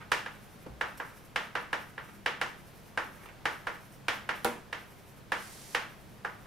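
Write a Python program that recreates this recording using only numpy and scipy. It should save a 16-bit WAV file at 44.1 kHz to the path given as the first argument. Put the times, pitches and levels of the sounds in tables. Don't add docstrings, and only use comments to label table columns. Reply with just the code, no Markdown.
import sys
import numpy as np
from scipy import signal
from scipy.fft import rfft, irfft
from scipy.io import wavfile

SR = 44100
rng = np.random.default_rng(int(sys.argv[2]) if len(sys.argv) > 2 else 0)


def wav_record(signal):
    frames = np.transpose(np.atleast_2d(signal))
    bounded = np.clip(frames, -1, 1)
    quanta = np.round(bounded * 32767).astype(np.int16)
    wavfile.write(sys.argv[1], SR, quanta)


N = 285194
T = np.arange(N) / SR
AGE = T[:SR * 3 // 4]

# (time [s], level [dB], resonance of the spot [Hz], edge = share near 3 kHz [dB],
# hardness = treble share [dB], stay on the board [s], rubbing level [dB])
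TAPS = [(0.117, -12, 1290, -16.5, -23.5, .1, -59), (0.26, -26, 1630, -16.5, -34, 0.39, -64),
        (0.81, -16, 1720, -20, -37, 0.16, -61), (0.999, -21, 1550, -24.5, -46, .28, -61.5),
        (1.359, -16, 2170, -15, -29.5, .12, -62), (1.552, -16, 1490, -19, -37.5, .09, -61),
        (1.729, -16, 1670, -19.5, -32.5, 0.19, -62.5), (1.978, -26, 1700, -17.5, -46, .2, -61.5),
        (2.26, -14.5, 1720, -13.5, -32, .07, -60), (2.413, -16, 1690, -17.5, -27.5, 0.52, -64),
        (2.974, -15, 1560, -22, -35, 0.31, -61.5), (3.454, -14, 1640, -19.5, -31.5, 0.17, -59.5),
        (3.669, -18, 1380, -22, -36, .3, -61.5), (4.082, -14.5, 2300, -14, -27, .1, -56),
        (4.29, -16, 1400, -17, -35.5, 0.22, -58.5), (4.727, -22.5, 1770, -15.5, -29.5, .47, -63),
        (5.319, -15, 1710, -19, -31, 0.27, -62), (5.747, -14.5, 1740, -15.5, -26.5, 0.45, -65),
        (6.247, -19, 1640, -26.5, -40, .2, -66)]
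# (frequency [Hz], level [dB], t60 [s])
PANEL_MODES = [(235.2, -9.5, 0.39), (338, -13, 0.37), (484, 0.5, 0.25), (602, -8, 0.28), (790, -0.5, 0.2),
               (883, -13, 0.24), (965, -5.5, 0.29), (1220, -26, 0.61), (1400, 1.5, 0.18),
               (1520, -5.5, 0.28), (1720, -10, 0.44), (2118, -10, 0.26), (2270, -17, 0.28),
               (2900, -16, 0.22)]


def chalk_taps(travel_s=0.00169, detune=0.024, shared_echo=0.55, tick_db=-11, wave_db=-3, panel_db=-12):
    # (frequency [Hz], level [dB], t60 [s])
    contact_modes = [(309, -23, 0.052), (550, -10, 0.0095), (842, -8, 0.02), (1390, -3.5, 0.014),
                     (1669, 0.5, 0.022), (2300, -4, 0.0069), (2810, -0.5, 0.0034), (5250, -20.5, 0.0088)]
    # (frequency [Hz], level [dB])
    tick_spectrum = [(250, -17), (500, 1.5), (950, 20), (1700, 2), (3500, -8), (5200, -12.5), (7200, -19),
                     (9200, -4), (12000, -24), (16000, -21)]
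    # (frequency [Hz], level [dB])
    echo_spectrum = [(60, -26.5), (200, -15), (450, -7), (850, -4), (1550, -1), (2000, -4), (2450, -9),
                     (3000, -11), (4400, -22), (5500, -23), (7500, -31), (12000, -36.5), (16000, -50)]
    out = np.zeros((2, N))
    *own_echoes, common_echo = [diffuse(echo_spectrum, early_db=5, early_t60=0.033, rise_s=0.0027)
                                for _ in range(len(TAPS) + 1)]
    click = (AGE == 0) + 0.054 * rng.standard_normal(len(AGE)) * fade(0.012)
    tick = unit_hit(colour(click, tick_spectrum))
    mean_edge, mean_hardness = np.mean(np.array(TAPS)[:, 3:5], axis=0)
    for (start, level, spot_hz, edge, hardness, *_), own_echo in zip(TAPS, own_echoes):
        nearby = [(hz * (1 + detune * rng.standard_normal()), db, t60) for hz, db, t60 in contact_modes]
        spot = modes([(spot_hz, -3, .02)], delay_s=0.001025)
        wave = unit_hit(disperse(modes(nearby) + spot, travel_s))
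        echo = np.sqrt(shared_echo) * common_echo + np.sqrt(1 - shared_echo) * own_echo
        bass_loss = [(250, 25), (500, 11), (900, 2)]
        struck = [(hz, db + 3 * rng.standard_normal() - at(bass_loss, hz), t60)
                  for hz, db, t60 in PANEL_MODES]
        panel = unit_hit(disperse(modes(struck), travel_s=.006))
        direct = undb(tick_db) * tick + undb(wave_db) * wave + undb(panel_db) * panel
        hit = pan(-2.7) * direct + pan(-.5) * echo
        bright_db = hardness - mean_hardness
        edge_db = 0.82 * (edge - mean_edge) + 0.17 * bright_db
        touch = [(500, -0.07), (1500, 0.015), (3200, edge_db), (8000, 0.72 * bright_db)]
        add(out, start + .0005, undb(level) * colour(hit, touch))
    return out


def chalk_strokes(catch_db=-5, catch_spread_db=5, catches_per_s=30):
    # (time [s], level [dB], length [s])
    grazes = [(.972, -52, 0.014)]
    # (time [s], level [dB], length [s])
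    hard_catches = [(.001, -44.5, 0.032), (2.083, -45.5, 0.018), (3.16, -57, 0.078), (3.256, -43, 0.008),
                    (3.28, -51, 0.026), (6.45, -52.5, .02)]
    # (frequency [Hz], level [dB])
    grit_spectrum = [(300, -8), (1000, -1), (1700, 2), (3000, -2), (4200, -4), (5400, 1), (7300, -2),
                     (9500, 1), (13500, 1.5), (16000, -10)]
    # (frequency [Hz], level [dB])
    catch_spectrum = [(60, -28), (450, -10), (900, -5), (1500, 1), (2300, -6), (3100, -15), (4400, -25),
                      (7500, -33), (16000, -47)]
    speed = hand_speed()
    scrape = friction(speed + gestures(grazes), grit_spectrum, grain_db=2.5, flutter_db=2)
    light_catches = speed * undb(catch_db + catch_spread_db * drift(catches_per_s))
    chatter = friction(light_catches + gestures(hard_catches), catch_spectrum, grain_db=4, flutter_db=.5)
    return scrape + chatter


def hand_speed(rest_s=0.031, stroke_s=0.0947, lift_s=.02, turn_share=0.38, pressure_spread_db=-0.2):
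    speed = np.zeros(N)
    for start, *_, stay_s, rub_db in TAPS:
        age = T - start
        touching = np.clip(np.minimum(age, stay_s - age) / lift_s, 0, 1)
        swing = np.sin(np.pi * (age - rest_s) / stroke_s) ** 2
        speed += undb(rub_db) * touching * (turn_share + (1 - turn_share) * swing)
    return speed * undb(pressure_spread_db * drift(1 / stroke_s))


def gestures(table):
    return sum(undb(db) * np.sqrt(np.abs(np.sin(np.pi * np.clip((T - start) / length, 0, 1))))
               for start, db, length in table)


def friction(speed, spectrum, grain_db, flutter_db, direct_db=-4, room_db=-0.5, room_t60=0.52):
    grains = rng.standard_normal(N) * undb(grain_db * rng.exponential(size=N).clip(0, 8))
    grains = speed * unit_rms(grains * undb(flutter_db * drift(90)))
    direct = unit_rms(colour(1. * (AGE == 0), spectrum))
    room = unit_rms(noise(spectrum, len(AGE)) * (fade(room_t60) + 2 * fade(0.054)))
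    response = (undb(direct_db) * direct + undb(room_db) * room) / np.sqrt(len(AGE))
    return signal.fftconvolve(grains[None], response, axes=1)[:, :N]


def chalk_swish(start_s=5.325, length_s=0.426, attack_s=0.096, release_s=.035, level_db=-51.5):
    # (frequency [Hz], level [dB])
    swish_spectrum = [(500, -6), (1600, -3), (3000, -4), (5200, -1), (7200, -2.5), (9500, -1.5),
                      (12500, -5), (16000, -17)]
    age = T - start_s
    pressure = np.clip(age / attack_s, 0, 1) * np.exp(-np.maximum(age - length_s, 0) / release_s)
    return undb(level_db) * pressure * noise(swish_spectrum, N) * undb(.8 * drift(150))


def frame_knock(start_s=4.4448, ring_db=-13, body_db=-13, snap_db=-21, snap_lag_s=0.00099):
    # (frequency [Hz], level [dB])
    body_spectrum = [(80, -18), (230, -0.5), (450, 6), (650, 1), (950, 4.5), (1550, -1.5), (2600, -5.5),
                     (5000, -17), (11000, -15.5), (16000, -28)]
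    out = np.zeros((2, N))
    body = diffuse(body_spectrum, early_db=0, early_t60=0.069, rise_s=0.0038)
    treble_loss = [(500, -1), (1400, 4.5), (2500, 10)]
    pushed = [(hz, db - at(treble_loss, hz), t60) for hz, db, t60 in PANEL_MODES]
    ring = unit_hit(disperse(modes(pushed), travel_s=0.001997))
    add(out, start_s, pan(-1.4) * (undb(ring_db) * ring + undb(body_db) * body))
    snap_spectrum = [(1000, 3), (4000, 2), (7000, -8), (10000, 1.5), (16000, -5)]
    snap = unit_hit(noise(snap_spectrum, len(AGE)) * AGE * fade(0.0052))
    add(out, start_s + snap_lag_s, pan(-1.7) * undb(snap_db) * snap)
    return out


def footfall(start_s=.661, thud_db=-29, boom_hz=60, boom_db=-29, boom_t60=0.68):
    # (frequency [Hz], level [dB])
    thud_spectrum = [(30, -14), (65, -4), (95, -9), (140, -2), (420, -3), (900, -7.5), (2000, -21),
                     (5000, -36), (16000, -55)]
    out = np.zeros((2, N))
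    thud = diffuse(thud_spectrum, early_db=7, early_t60=0.044, rise_s=0.0028)
    boom = unit_hit(modes([(boom_hz, 0, boom_t60), (2 * boom_hz, -7, .3)], delay_s=0.0383))
    add(out, start_s, undb(thud_db) * thud + undb(boom_db) * boom)
    return out


def ventilation(air_db=-53):
    # (frequency [Hz], level [dB])
    air_spectrum = [(20, -6.5), (40, -1), (60, 1), (80, -4), (105, -1), (170, 0.5), (260, -5), (630, -9),
                    (1000, -12), (2000, -16.5), (4000, -23.5), (8000, -30), (13000, -29.5), (16000, -38)]
    # (frequency [Hz], level [dB])
    fan_tones = [(102, -65), (133, -63), (204, -62.5)]
    hum = sum(undb(db + 3 * drift(4.6)) * np.sin(2 * np.pi * hz * T + 1.3 * drift(9))
              for hz, db in fan_tones)
    return noise(air_spectrum, N) * undb(air_db + .5 * drift(2.57)) + hum


def modes(table, delay_s=0.):
    age = np.maximum(AGE - delay_s, 0)
    return sum((-1) ** k * undb(db) * np.sin(2 * np.pi * hz * age) * fade(t60, age)
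               for k, (hz, db, t60) in enumerate(table))


def disperse(x, travel_s):
    phase_lag = 4 * np.pi * travel_s * np.sqrt(1500 * freqs(len(x)))
    return irfft(rfft(x) * np.exp(-1j * phase_lag), len(x))


def diffuse(spectrum, early_db, early_t60, rise_s):
    # (frequency [Hz], t60 [s])
    decay_times = [(100, 0.64), (500, 0.36), (1400, 0.42), (3600, 0.39), (10000, 0.36)]
    size = len(AGE)
    centres_hz, t60s = np.transpose(decay_times)
    field = rfft(noise(spectrum, size))
    out = 0
    for t60, weights in zip(t60s, np.eye(len(t60s))):
        band = irfft(field * at(np.c_[centres_hz, weights], freqs(size)), size)
        out = out + band * (fade(t60) + undb(early_db) * fade(early_t60))
    build_up = 1 - np.exp(-(AGE / rise_s) ** 2)
    return unit_hit(out * build_up)


def noise(spectrum, size):
    # (frequency [Hz], correlation [-1 to 1])
    coherence = [(30, 0.15), (70, 0.05), (200, 0.57), (700, .6), (1050, 0.28), (2800, 0.71), (5500, 0.56),
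                 (8000, 0.23), (15000, 0.27)]
    mid, side = rfft(rng.standard_normal((2, size)))
    alike = at(coherence, freqs(size))
    stereo = mid * np.sqrt(1 + alike) + side * np.sqrt(1 - alike) * np.array([[1], [-1]])
    return unit_rms(irfft(stereo * undb(at(spectrum, freqs(size))), size))


def colour(x, spectrum):
    cepstrum = irfft(np.log(undb(at(spectrum, freqs(size=1024)))))
    half = len(cepstrum) // 2
    cepstrum[1:half] *= 2
    cepstrum[half + 1:] = 0
    response = irfft(np.exp(rfft(cepstrum)))
    return signal.fftconvolve(np.atleast_2d(x), response[None], axes=1)[:, :x.shape[-1]]


def fade(t60, age=AGE):
    return np.exp(-np.log(1000) * age / t60)


def drift(changes_per_s):
    knots = rng.standard_normal(1024)
    return np.interp(T * changes_per_s, np.arange(len(knots)), knots)


def undb(db):
    return 10 ** (np.asarray(db) / 20)


def unit_rms(x):
    return x / np.sqrt(np.mean(x ** 2))


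def unit_hit(x):
    return unit_rms(x) * np.sqrt(SR / 1000 / x.shape[-1])


def at(points, hz):
    table_hz, values = np.transpose(points)
    return np.interp(np.log(hz + 1), np.log(table_hz), values)


def freqs(size):
    return np.fft.rfftfreq(size, 1 / SR)


def pan(db):
    return undb(np.array([[db], [-db]]) / 2)


def add(out, start_s, x):
    start = max(int(start_s * SR), 0)
    out[:, start:start + x.shape[-1]] += x[..., :N - start]


def scene():
    impacts = chalk_taps() + frame_knock() + footfall()
    rubbing = pan(-2.2) * (chalk_strokes() + chalk_swish())
    return impacts + rubbing + ventilation()


def record(dry, cutoff_hz=15600):
    return signal.sosfilt(signal.ellip(8, .2, 70, cutoff_hz, fs=SR, output="sos"), dry)


dry = scene()
out = record(dry)
wav_record(out)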